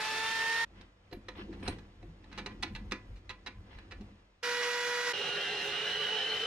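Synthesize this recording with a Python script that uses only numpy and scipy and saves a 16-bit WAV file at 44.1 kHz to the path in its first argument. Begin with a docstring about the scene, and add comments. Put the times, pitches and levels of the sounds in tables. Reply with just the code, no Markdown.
"""Gears whine, rising in pitch, as an electric drill in a steel stand runs a thin bit in a small workshop.
Three more scenes follow abruptly. With the motor off, hands tighten a thicker bit: the jaws click, and
their impacts ring chuck, bit and stand. The drill runs freely, its motor harmonics buzzing over the rush
of fan and gears. Then it labours in a deep cut: the whine flutters, the bit groans once a turn and sheds
chips, and the cutting edge drives the resonances of a block held in a vice."""
import sys
import numpy as np
from scipy import signal
from scipy.fft import rfft, irfft
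from scipy.io import wavfile
from scipy.ndimage import uniform_filter1d, map_coordinates

SR = 44100
rng = np.random.default_rng(int(sys.argv[2]) if len(sys.argv) > 2 else 0)


def file_out(sig):
    """Save sig as 16-bit WAV at sys.argv[1]."""
    # one column per channel
    cols = np.atleast_2d(sig).T
    # limit, then scale
    lim = np.clip(cols, -1, 1)
    pcm = np.round(lim * 32767).astype(np.int16)
    wavfile.write(sys.argv[1], SR, pcm)


N = 284886
T = np.arange(N) / SR
THIN_SPAN_S, FREE_SPAN_S, DEEP_SPAN_S = (-0.1, 0.6465), (4.431, 5.126), (5.134, 6.6)
GEAR_RATIO = 9.7  # motor turns per turn of the gear wheel
ROOM_T60_S = 0.2
# modes of chuck and stand: (f/Hz, level/dB, t60/s)
CHUCK_MODES = [(935, 3, 0.2), (1020, 3, 0.27), (1136, 1, 0.2), (1637, 6, 0.067), (1715, 4, 0.21),
               (1972, 1.5, 0.34), (2030, -9, 0.26), (2226, -2.5, 0.2), (2470, -4, 0.077), (2900, -6, 0.2),
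               (3300, -6, 0.099), (3990, 0, 0.15), (4035, 0, 0.13), (4740, -6, 0.11)]
# spectrum of the part that differs between left and right: (f/Hz, level/dB)
SIDE_SPECTRUM = [(60, -37), (200, -19), (400, -11), (1300, -4.5), (2400, -3.5), (4300, 0.5), (8000, 5),
                 (14000, -1)]


def thin_bit():
    """Resonance: as the motor gathers speed, its harmonics sweep through the modes of the case."""
    # motor harmonics: (order, level at resonance/dB, resonance f/Hz, half width/Hz)
    resonances = [(1, -52.5, 467, 44), (3, -50.5, 1360, 44), (5, -64, 2270, 68), (6, -45.5, 2620, 37),
                  (7, -47, 3160, 26), (8, -46, 3560, 37), (10, -59, 4420, 35), (12, -56.5, 5480, 54)]
    # rasp of gears, fan and cutting edge: (f/Hz, level/dB)
    rasp_spectrum = [(40, -15.5), (130, -12.5), (300, -10.5), (480, -7), (700, -8), (1300, -1.5),
                     (2600, -1), (3100, -5.5), (3700, -3.5), (5500, -10), (6600, -16), (9500, -21),
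                     (11000, -23.5), (14000, -32)]
    start_hz, top_hz, spin_up_s = 432.3, 474.5, 0.67
    case_hz, half_width_hz = 1820, 22
    motor_hz = top_hz - (top_hz - start_hz) * np.exp(-T / spin_up_s)
    motor = turns(motor_hz * (1 + 0.0009 * walk(70)))
    second = amp(-42.5 + 0.87 * walk(41.2)) * np.sin(2 * motor)
    # the gears mesh four times a motor turn and sing at the resonance of the gear case
    mesh_gain = amp(-33) / np.hypot(1, (4 * motor_hz - case_hz) / half_width_hz)
    mesh = mesh_gain * amp(walk(46.7)) * np.sin(4 * motor)
    cut = rasp(motor / GEAR_RATIO, rasp_spectrum, memory=0.35, beat=0.12,
               chips_per_s=800, chip_db=-9.5, flicker_db=0.5)
    cut = amp(-41) * cut / np.std(band(cut, 2100, 8000))
    orders = [(k, db - 10 * np.log10(1 + ((k * motor_hz - centre) / width) ** 2))
              for k, db, centre, width in resonances]
    whine = np.sqrt(2) * (second + mesh) + harmonics(motor, orders, shimmer_db=1.6)
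    whine = stereo(whine, pan_db=-3, width_db=-10, lag=1)
    return (whine + stereo(cut, pan_db=-2, width_db=-1.5, lag=1)) * during(THIN_SPAN_S)


def free_run():
    """Periodic excitation: at full speed the motor buzzes in harmonics over the rush of fan and gears."""
    # course of the run: (t/s, motor rotation f/Hz, relative level of the rush/dB)
    course = [(4.45, 483.7, -37), (4.612, 484.7, -40), (4.636, 483.8, -35), (4.66, 484, -39),
              (5.038, 485.5, -39), (5.088, 486, -35.5), (5.11, 482, -38.5)]
    # motor harmonics: (order, relative level/dB)
    orders = [(1, -1.5), (2, -5.5), (3, -7.5), (4, -2.5), (5, -10.5), (6, -10.5), (7, -11), (8, -15),
              (9, -29), (10, -36), (11, -27), (12, -20), (13, -16), (14, -23.5), (15, -25), (16, -30),
              (17, -38), (18, -24.5), (19, -38), (20, -27), (21, -29), (22, -39), (23, -30), (24, -34),
              (25, -32), (26, -41), (27, -37), (28, -30), (30, -43)]
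    # rush of fan and gears: (f/Hz, level/dB)
    rush_spectrum = [(40, -24), (150, -20.5), (450, -13.5), (750, -12.5), (1200, -5), (1550, 2), (1950, -1),
                     (2300, -3.5), (3400, -11), (4000, -8), (5300, -9.5), (8000, -24.5), (11000, -25.5),
                     (14000, -35)]
    motor_hz, rush_db = curves(course)
    motor = turns(motor_hz * (1 + 0.0004 * walk(80)))
    rush = rasp(motor / GEAR_RATIO, rush_spectrum, memory=0.23, beat=0.12,
                chips_per_s=310, chip_db=-10, flicker_db=-0.1)
    rush *= 1 + 0.21 * np.cos(motor)
    rush = amp(rush_db - 2) * rush / np.std(band(rush, 2100, 8000))
    buzz = amp(-39.5) * harmonics(motor, orders, shimmer_db=1.8)
    buzz = stereo(buzz, pan_db=-2, width_db=-8, lag=2)
    return (buzz + stereo(rush, pan_db=-1.5, width_db=-5.5, lag=2)) * during(FREE_SPAN_S)


def deep_cut():
    """Modulation: the gears flutter the whine; the bite lifts groan and grinding once a spindle turn."""
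    # pitch of the whine, which follows the motor speed and sags under load: (t/s, f/Hz)
    whine_pitch = [(5.15, 2858), (5.29, 2864), (5.39, 2803), (5.57, 2815), (5.73, 2855), (5.91, 2942),
                   (6.13, 2946), (6.26, 3010), (6.44, 3028)]
    # rasp of gears, fan and cutting edge: (f/Hz, level/dB)
    grind_spectrum = [(30, -32), (80, -13.5), (110, -21), (150, -16.5), (280, -18.5), (380, -7), (530, -10),
                      (630, -15.5), (1050, -14.5), (1550, -15), (2250, -11), (2500, -8.5), (2900, -6),
                      (3200, -8.5), (3400, -12.5), (4200, -15), (4550, -19.5), (5700, -19.5), (6700, -28),
                      (11000, -37.5), (14000, -55)]
    # modes of block, vice and stand: (f/Hz, level/dB, t60/s)
    vice_modes = [(154.3, -8, 0.14), (200, -11.5, 0.088), (474, 0, 0.095), (551, -1.5, 0.099),
                  (724, -3, 0.12), (776, -5, 0.11), (857, -2, 0.075), (1173, -4.5, .08), (1244, -6, 0.18),
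                  (1326, -3, 0.098), (1437, 3.5, 0.11), (1495, -5, 0.15), (1575, 2, 0.18),
                  (1650, -1.5, .09), (1712, 2, 0.11), (1883, 2, 0.076), (1933, -1, 0.17), (2000, -2, 0.11),
                  (2053, 0.5, 0.13), (2333, -2.5, 0.058), (2450, -6.5, 0.063), (2640, 0, .1),
                  (2707, 0.5, 0.15), (3060, 2.5, 0.078), (3140, -1, 0.11), (3230, 3, 0.086),
                  (3590, -4, 0.094), (3690, -3, 0.091), (3825, -3, .09), (3970, -2, 0.12),
                  (4030, -5, 0.064), (4216, 0, 0.2), (4430, -11, 0.061), (4750, -12, 0.16),
                  (4847, -10, 0.11), (5250, -7.5, 0.069), (5560, -11, 0.048), (5740, -10, 0.09),
                  (6250, -16, 0.16)]
    loaded_hz, eased_hz, groan_hz = 2830, 2970, 399
    cycles_per_gear_turn, cycles_per_spindle_turn = 57.3, 446
    deepest_bite_s, surge_lag_turns = 5.99, 0.28
    whine_hz, = curves(whine_pitch)
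    phase = turns(whine_hz * (1 + 0.0012 * walk(60)))
    gear = phase / cycles_per_gear_turn
    spindle = (phase - phase[int(deepest_bite_s * SR)]) / cycles_per_spindle_turn
    # as the load eases, the whine grows and flutters more deeply
    ease = np.clip((whine_hz - loaded_hz) / (eased_hz - loaded_hz), 0, 1)
    flutter = 1 + (0.098 + 0.562 * ease) * np.cos(gear)
    tone = amp(0.8 * walk(40)) * np.sin(phase + 0.45 * np.sin(2 * gear))
    whine = np.sqrt(2) * amp(-41.5 + 4 * ease) * flutter * tone
    # the groan follows the motor speed and rises with each bite
    bite = ((1 + np.cos(spindle)) / 2) ** 2
    chatter = turns(groan_hz * whine_hz / loaded_hz * (1 + 0.048 * bite + 0.01615 * walk(130)))
    groan_gain = np.sqrt(2) * amp(-51.8 + 6.8 * bite + 1.5 * walk(70))
    groan = groan_gain * (np.sin(chatter) + amp(-13.5 + 3.8 * walk(12)) * np.sin(2 * chatter))
    grind = rasp(gear, grind_spectrum, memory=0.61, beat=0.024,
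                 chips_per_s=1500, chip_db=-6.5, flicker_db=0.5)
    # block and vice resonate under the cutting edge, most strongly just after each bite
    surge = amp((0.6 + 1.4 * ease) * np.cos(spindle - 2 * np.pi * surge_lag_turns))
    vice = driven_modes(worn_teeth(gear, memory=0.3), vice_modes, swell_db=1.5, waver_hz=4)
    grind = band(amp(-42.5) * unit(grind) + amp(-39.5) * surge * vice, 45, 16000)
    tones = stereo(whine + groan, pan_db=-3, width_db=-7)
    return (tones + stereo(grind, pan_db=-1.5, width_db=-3.5)) * during(DEEP_SPAN_S)


def harmonics(angle, orders, shimmer_db):
    """Fourier series of the motor turn, each partial wavering in strength."""
    return np.sqrt(2) * sum(amp(db + shimmer_db * walk(25)) * np.sin(k * angle + 2 * np.pi * rng.random())
                            for k, db in orders)


def rasp(angle, spectrum, memory, beat, chips_per_s, chip_db, flicker_db):
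    """Source and filter: the machine colours gear roughness, swelling once a turn, and snapping chips."""
    rub = worn_teeth(angle, memory) * (1 + beat * np.cos(angle)) * amp(flicker_db * walk(70))
    breaks = (rng.random(N) < chips_per_s / SR) * noise()
    chips = signal.lfilter([1], [1, -np.exp(-1 / (0.0013 * SR))], breaks) * noise()
    return colour(unit(rub) + amp(chip_db) * unit(chips), spectrum)


def worn_teeth(angle, memory, points=880):
    """Quasi-periodic roughness: each turn of a gear wheel repeats a share (memory) of the one before."""
    place = angle / (2 * np.pi) * points
    wheel = rng.standard_normal((int(place[-1] / points) + 2, points))
    wheel = signal.lfilter([1], [1, -memory], wheel, axis=0)
    return unit(map_coordinates(wheel.ravel(), [place], order=3))


def driven_modes(force, modes, swell_db, waver_hz):
    """Forced vibration: each mode swells, sinks and wavers in pitch as the contact shifts."""
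    total = 0
    for hz, db, t60 in modes:
        pole = np.exp((2j * np.pi * hz - np.log(1000) / t60) / SR)
        mode = signal.lfilter([1], [1, -pole], force) * np.exp(1j * turns(waver_hz * walk(12)))
        total += amp(db + swell_db * walk(16)) * unit(mode.imag)
    return unit(total)


def chuck_clicks():
    """Impact excitation: steel jaws snap and rattle, ringing the chuck and knocking the stand."""
    # jaw impacts: (t/s, relative level/dB, rattle decay/s, treble/dB, knock/dB)
    clicks = [(.811, -55.5, 0.007, 11.5, -16), (1.113, -56.5, 0.017, -9, 1), (1.127, -46.5, 0.0088, -11, 4),
              (1.285, -41, 0.0068, -7, -5.5), (1.528, -54.5, 0.014, -7, 2), (1.63, -53, 0.0046, -5, 5),
              (1.678, -34.7, 0.0052, 10, -1), (1.786, -53.5, 0.0098, 7, -18),
              (2.027, -61, 0.0086, -9, 11.5), (2.242, -57, 0.0021, -12, -9), (2.316, -56, 0.016, -8, -3),
              (2.328, -49, .005, -11, -16), (2.377, -44, 0.0082, 11, -16), (2.383, -37.5, 0.014, 3, -7.5),
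              (2.461, -36.5, 0.0085, 5, -6), (2.626, -43, 0.007, 17.5, -22), (2.629, -37, 0.0034, 14, -13),
              (2.633, -35.5, 0.0035, 13, -11), (2.751, -42, 0.0046, 3, -28), (2.761, -44, 0.0038, 1, -22),
              (2.912, -46, 0.009, 14, -13), (2.92, -33, 0.003, 12.5, -9), (3.158, -67, 0.023, 20.5, -15),
              (3.294, -42.5, 0.0045, 6, -15), (3.3, -40.5, 0.015, -7, -12), (3.463, -41, 0.0055, 0, -15),
              (3.47, -39.5, 0.0096, 4, -14), (3.786, -53.5, 0.0035, 8, -17),
              (3.911, -45.5, 0.021, -20, -24), (3.921, -46, 0.0029, -20, -5), (4.009, -63, 0.01, 17, 9)]
    # spectrum of a click: (f/Hz, level/dB)
    click_spectrum = [(250, -36.5), (500, -17.5), (850, 0), (1150, -1.5), (1500, 2.5), (1950, 3.5),
                      (2450, 4.5), (2900, -3.5), (3400, -4.5), (4100, -4), (5300, -13), (6500, -16.5),
                      (8000, -29), (10500, -31), (14500, -52)]
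    # modes of the stand under a click: (f/Hz, level/dB, t60/s)
    knock_modes = [(401, -2, 0.075), (507, -0.5, 0.073), (564, -4.5, 0.073), (704, -5, 0.05),
                   (921, -6.5, 0.11)]
    taps, knocks, rings = np.zeros((3, N))
    t = T[:SR // 10]
    for s, db, decay_s, treble_db, knock_db in clicks:
        rattle = rng.standard_normal(len(t)) * np.exp(-(t / decay_s) ** 2)
        rattle *= amp(2.7 * np.repeat(rng.standard_normal(len(t)), 30)[:len(t)])
        rattle[0] = amp(-9.5) * np.linalg.norm(rattle)  # the snap of first contact
        rattle *= amp(db) / np.sqrt(np.sum(rattle ** 2) / (0.01 * SR))
        add(taps, s, rattle + (amp(treble_db) - 1) * np.diff(rattle, prepend=0) / 2)
        add(knocks, s, rattle * amp(knock_db))
        # the jaws meet at a new place each time, so the modes shift and share the blow differently
        modes = [(hz * (1 + 0.012 * rng.standard_normal()), mode_db + 2.5 * rng.standard_normal(), t60)
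                 for hz, mode_db, t60 in CHUCK_MODES]
        add(rings, s, amp(db - 26) * ring(modes))
    stand = amp(-29) * signal.fftconvolve(knocks, ring(knock_modes))[:N]
    return amp(4.5) * colour(taps, click_spectrum) + stand + rings


def bit_pings():
    """Free vibration of the bit struck by the jaws: grip shifts its notes; only a loose bit rings high."""
    # upper modes of the bit: (f/Hz, level/dB, t60/s)
    upper_modes = [(8330, -9, 0.15), (8620, -11, 0.11), (9945, -5, 0.11), (11220, -21, .08)]
    # strikes: (t/s, level/dB, main note f/Hz, upper modes' level/dB, first upper mode f/Hz)
    strikes = [(1.127, -58, 4060, 1, 10370), (1.284, -51, 3936, -21, 9500), (1.37, -67, 4210, -1, 10450),
               (1.6, -69, 4210, -5, 8330), (1.63, -62, 4210, 1, 8330), (1.652, -62, 4210, 2, 8330),
               (1.679, -44, 4120, -1, 8330), (2.383, -51, 3900, -17, 8330), (2.46, -53, 3950, -23, 8330),
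               (2.63, -47, 4060, -24, 8330), (2.751, -49, 4180, -23, 8330), (3.294, -45, 3910, -30, 8330),
               (3.462, -49, 3880, -21, 8330)]
    main_t60_s = 0.057
    track = np.zeros(N)
    for s, db, main_hz, upper_db, upper_hz in strikes:
        shift = upper_hz / upper_modes[0][0]
        upper = [(hz * shift, mode_db + upper_db, t60) for hz, mode_db, t60 in upper_modes]
        add(track, s, amp(db) * ring([(main_hz, 0, main_t60_s)] + upper))
    return track


def stand_thumps():
    """Modal response to soft pushes of the hands: the frame takes a moment to swell, then dies away."""
    # pushes: (t/s, relative level/dB, centre f/Hz of the modes reached)
    pushes = [(1.122, -40, 375), (1.16, -47, 233), (1.286, -51, 307), (1.385, -41, 354), (1.41, -46.5, 207),
              (1.491, -38, 312.5), (1.621, -45, 277), (1.679, -38.5, 273), (2.033, -48, 328),
              (2.08, -51, 168), (2.374, -49, 350), (2.404, -46.5, 207), (2.502, -50, 205),
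              (2.634, -41, 303), (2.705, -44.5, 207), (2.81, -46, 207), (2.91, -44, 212), (2.921, -40, 312),
              (3.476, -53, 253), (3.998, -45, 214), (4.111, -55.5, 218)]
    # modes of the stand's frame: (f/Hz, level/dB, t60/s)
    frame_modes = [(99, -3, .15), (162, 1, 0.21), (205.6, -0.5, 0.19), (268, 0, 0.15), (283.8, -3.5, 0.12),
                   (320.6, 2, 0.12), (345.6, 1, 0.14), (384, 1, 0.09)]
    rise_s, spread_octaves = 0.0063, 0.28
    track = np.zeros(N)
    onset = 1 - np.exp(-(T[:SR // 2] / rise_s) ** 2)
    mode_hz = np.array(frame_modes)[:, 0]
    for s, db, hz in pushes:
        shares = np.exp(-(np.log2(mode_hz / hz) / spread_octaves) ** 2)
        shares /= np.linalg.norm(shares)
        boom = sum(share * ring([mode]) for share, mode in zip(shares, frame_modes))
        add(track, s, amp(db + 8.5) * onset * boom)
    return stereo(track, pan_db=0.3, width_db=-9, lag=2)


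def handling():
    """Friction and forced vibration: hands twist the chuck, the stand sways and hums, skin and shank rub."""
    # how firmly the hands work: (t/s, level/dB)
    effort = [(.68, -14.5), (.8, -6), (.95, -23.5), (1.1, -17.5), (1.42, -1), (1.72, 4.5), (1.93, -13.5),
              (2.25, -9), (2.42, -1), (2.92, -4.5), (3.25, -14), (3.7, -9), (4.05, -7), (4.4, -31.5)]
    # shoves that rock the stand: (t/s, half length/s, level/dB)
    shoves = [(1.16, 0.029, -50), (1.695, 0.034, -39.5), (2.06, 0.076, -49.5), (2.61, 0.015, -45.5),
              (2.76, 0.068, -45), (2.88, 0.058, -45), (3.13, 0.059, -44.5), (3.3, 0.051, -52.5),
              (3.59, 0.036, -47), (3.77, 0.027, -48.5), (3.99, 0.082, -49)]
    # scrapes of the shank in the jaws: (t/s, half length/s, level/dB)
    scrapes = [(0.795, 0.04, -62), (1.392, 0.032, -51), (1.532, 0.013, -57.5), (1.675, 0.052, -49.5),
               (2.355, 0.035, -57.5), (2.514, 0.012, -57), (2.675, .02, -59), (3.752, 0.076, -61)]
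    # sway of the stand: (f/Hz, level/dB)
    sway_spectrum = [(15, -14), (30, -5.5), (46, 12.5), (64, -3.5), (80, 2.5), (103, 4.5), (135, -13),
                     (190, -11.5), (300, -60)]
    # hum of its frame: (f/Hz, level/dB)
    hum_spectrum = [(88, -42.5), (150, -11.5), (204, 3.5), (237, -8), (269, -3.5), (340, -2), (419, -14.5),
                    (517, -10), (605, -32), (719, -17.5), (900, -24.5), (1170, -51), (1980, -120)]
    # skin sliding on steel: (f/Hz, level/dB)
    skin_spectrum = [(290, -7), (500, -2.5), (750, -8.5), (1100, -7.5), (1900, -12), (2500, -14),
                     (4000, -21), (6000, -31), (10700, -50), (12500, -53), (14000, -67)]
    # steel sliding on steel: (f/Hz, level/dB)
    steel_spectrum = [(300, -4), (800, 7), (1200, 6.5), (1900, 5.5), (2800, 3.5), (4200, -6.5),
                      (6000, -20.5), (8000, -53), (11000, -38), (14000, -58)]
    effort_db, = curves(effort)
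    rocking = np.hypot(amp(-50.5 + 0.68 * effort_db), swells(shoves))
    sway = rocking * even(colour(noise(), sway_spectrum), seconds=0.033)
    hum = amp(-52 + effort_db) * even(colour(noise(), hum_spectrum), seconds=0.028)
    skin = amp(-64 + 0.32 * effort_db) * unit(colour(noise() * amp(walk(250)), skin_spectrum))
    grit = noise() * amp(4.1 * walk(350))
    chuck = unit(signal.fftconvolve(grit, ring(CHUCK_MODES))[:N])
    scrape = swells(scrapes) * (unit(colour(grit, steel_spectrum)) + amp(-13) * chuck)
    rumble = stereo(sway + hum, pan_db=0.3, width_db=-0.5, lag=2)
    friction = stereo(skin + scrape, pan_db=-0.9, width_db=5.5, lag=2)
    return (rumble + friction) * during((THIN_SPAN_S[1], FREE_SPAN_S[0]))


def room(direct):
    """Reverberation: early bench reflections and a duller tail reach each ear differently."""
    dull = [(2500, 4.5), (6000, -2.5), (12000, -10)]  # (f/Hz, level/dB)
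    late = np.array([colour(n * fade(ROOM_T60_S), dull) for n in rng.standard_normal((2, SR // 2))])
    early = amp(13) * rng.standard_normal((2, SR // 2)) * fade(0.038)
    common, apart = (signal.fftconvolve(direct, tail / np.linalg.norm(tail))[:N] for tail in early + late)
    mid = direct + amp(-2.5) * common
    side = amp(-5) * colour(apart, SIDE_SPECTRUM)
    return np.array([amp(-1) * np.roll(mid + side, 2), amp(1) * (mid - side)])


def stereo(x, pan_db, width_db, lag=0):
    """Decorrelation: bench and wall reflections spread the treble; the left ear is lag samples late."""
    scatter = rfft(rng.standard_normal(SR // 2) * fade(ROOM_T60_S / 2))
    scatter = irfft(scatter / np.abs(scatter))[:SR // 10]
    side = amp(width_db) * colour(signal.fftconvolve(x, scatter)[:N], SIDE_SPECTRUM)
    return np.array([np.roll(x + side, lag) * amp(pan_db / 2), (x - side) * amp(-pan_db / 2)])


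def ring(modes):
    """Impulse response of a set of modes: a sum of damped sinusoids."""
    return sum(amp(db) * fade(t60) * np.sin(2 * np.pi * hz * T[:SR // 2]) for hz, db, t60 in modes)


def fade(t60):
    """Half a second of exponential decay."""
    return np.exp(-np.log(1000) * T[:SR // 2] / t60)


def colour(x, spectrum, size=8192):
    """Minimum-phase filter with a (f/Hz, level/dB) spectrum."""
    hz, db = np.transpose(spectrum)
    bin_hz = np.arange(size // 2 + 1) * SR / size
    gains = amp(np.interp(np.log(bin_hz + 1), np.log(hz), db))
    cepstrum = irfft(np.log(gains))
    cepstrum[1:size // 2] *= 2
    cepstrum[size // 2 + 1:] = 0
    return signal.fftconvolve(x, irfft(np.exp(rfft(cepstrum))))[:len(x)]


def band(x, lo_hz, hi_hz):
    """Band-pass filter."""
    return signal.sosfilt(signal.butter(3, [lo_hz, hi_hz], btype="band", fs=SR, output="sos"), x)


def noise():
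    """White noise."""
    return rng.standard_normal(N)


def walk(rate):
    """Random fluctuation of rms 1, changing about rate times a second."""
    steps = rng.standard_normal(int(T[-1] * rate) + 2)
    return unit(np.interp(T * rate, np.arange(len(steps)), steps))


def turns(hz):
    """Phase as the integral of frequency."""
    return 2 * np.pi * np.cumsum(hz) / SR


def curves(table):
    """Linear interpolation of each column of a time table."""
    s, *columns = np.transpose(table)
    return [np.interp(T, s, column) for column in columns]


def swells(table):
    """Envelope of bell-shaped swells: (t/s, half length/s, level/dB)."""
    return sum(amp(db) * np.exp(-((T - s) / length) ** 2) for s, length, db in table)


def during(span):
    """Gate: 1 inside a stretch of time, with edges of a few milliseconds."""
    return np.clip(np.minimum(T - span[0], span[1] - T) / 0.0079 + 0.5, 0, 1)


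def even(x, seconds):
    """Division by the running rms smooths out chance swells."""
    return x / np.sqrt(uniform_filter1d(x ** 2, int(seconds * SR)) + 1e-18)


def unit(x):
    """Scale to rms 1."""
    return x / np.sqrt(np.mean(x ** 2))


def amp(db):
    """Decibels to gain."""
    return 10 ** (np.asarray(db) / 20)


def add(track, s, sound):
    """Mix a sound into a track at time s."""
    start = int(s * SR)
    track[start:start + len(sound)] += sound[:N - start]


def scene():
    """Superposition of the four stretches of work, one after another."""
    return (thin_bit() + room(chuck_clicks() + bit_pings()) + stand_thumps() + handling()
            + free_run() + deep_cut())


def record(dry):
    """Band limiting: a steep low-pass cuts the highest treble."""
    top_hz = 14800
    return signal.sosfilt(signal.ellip(10, 0.2, 80, top_hz, fs=SR, output="sos"), dry)


dry = scene()
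out = record(dry)
file_out(out)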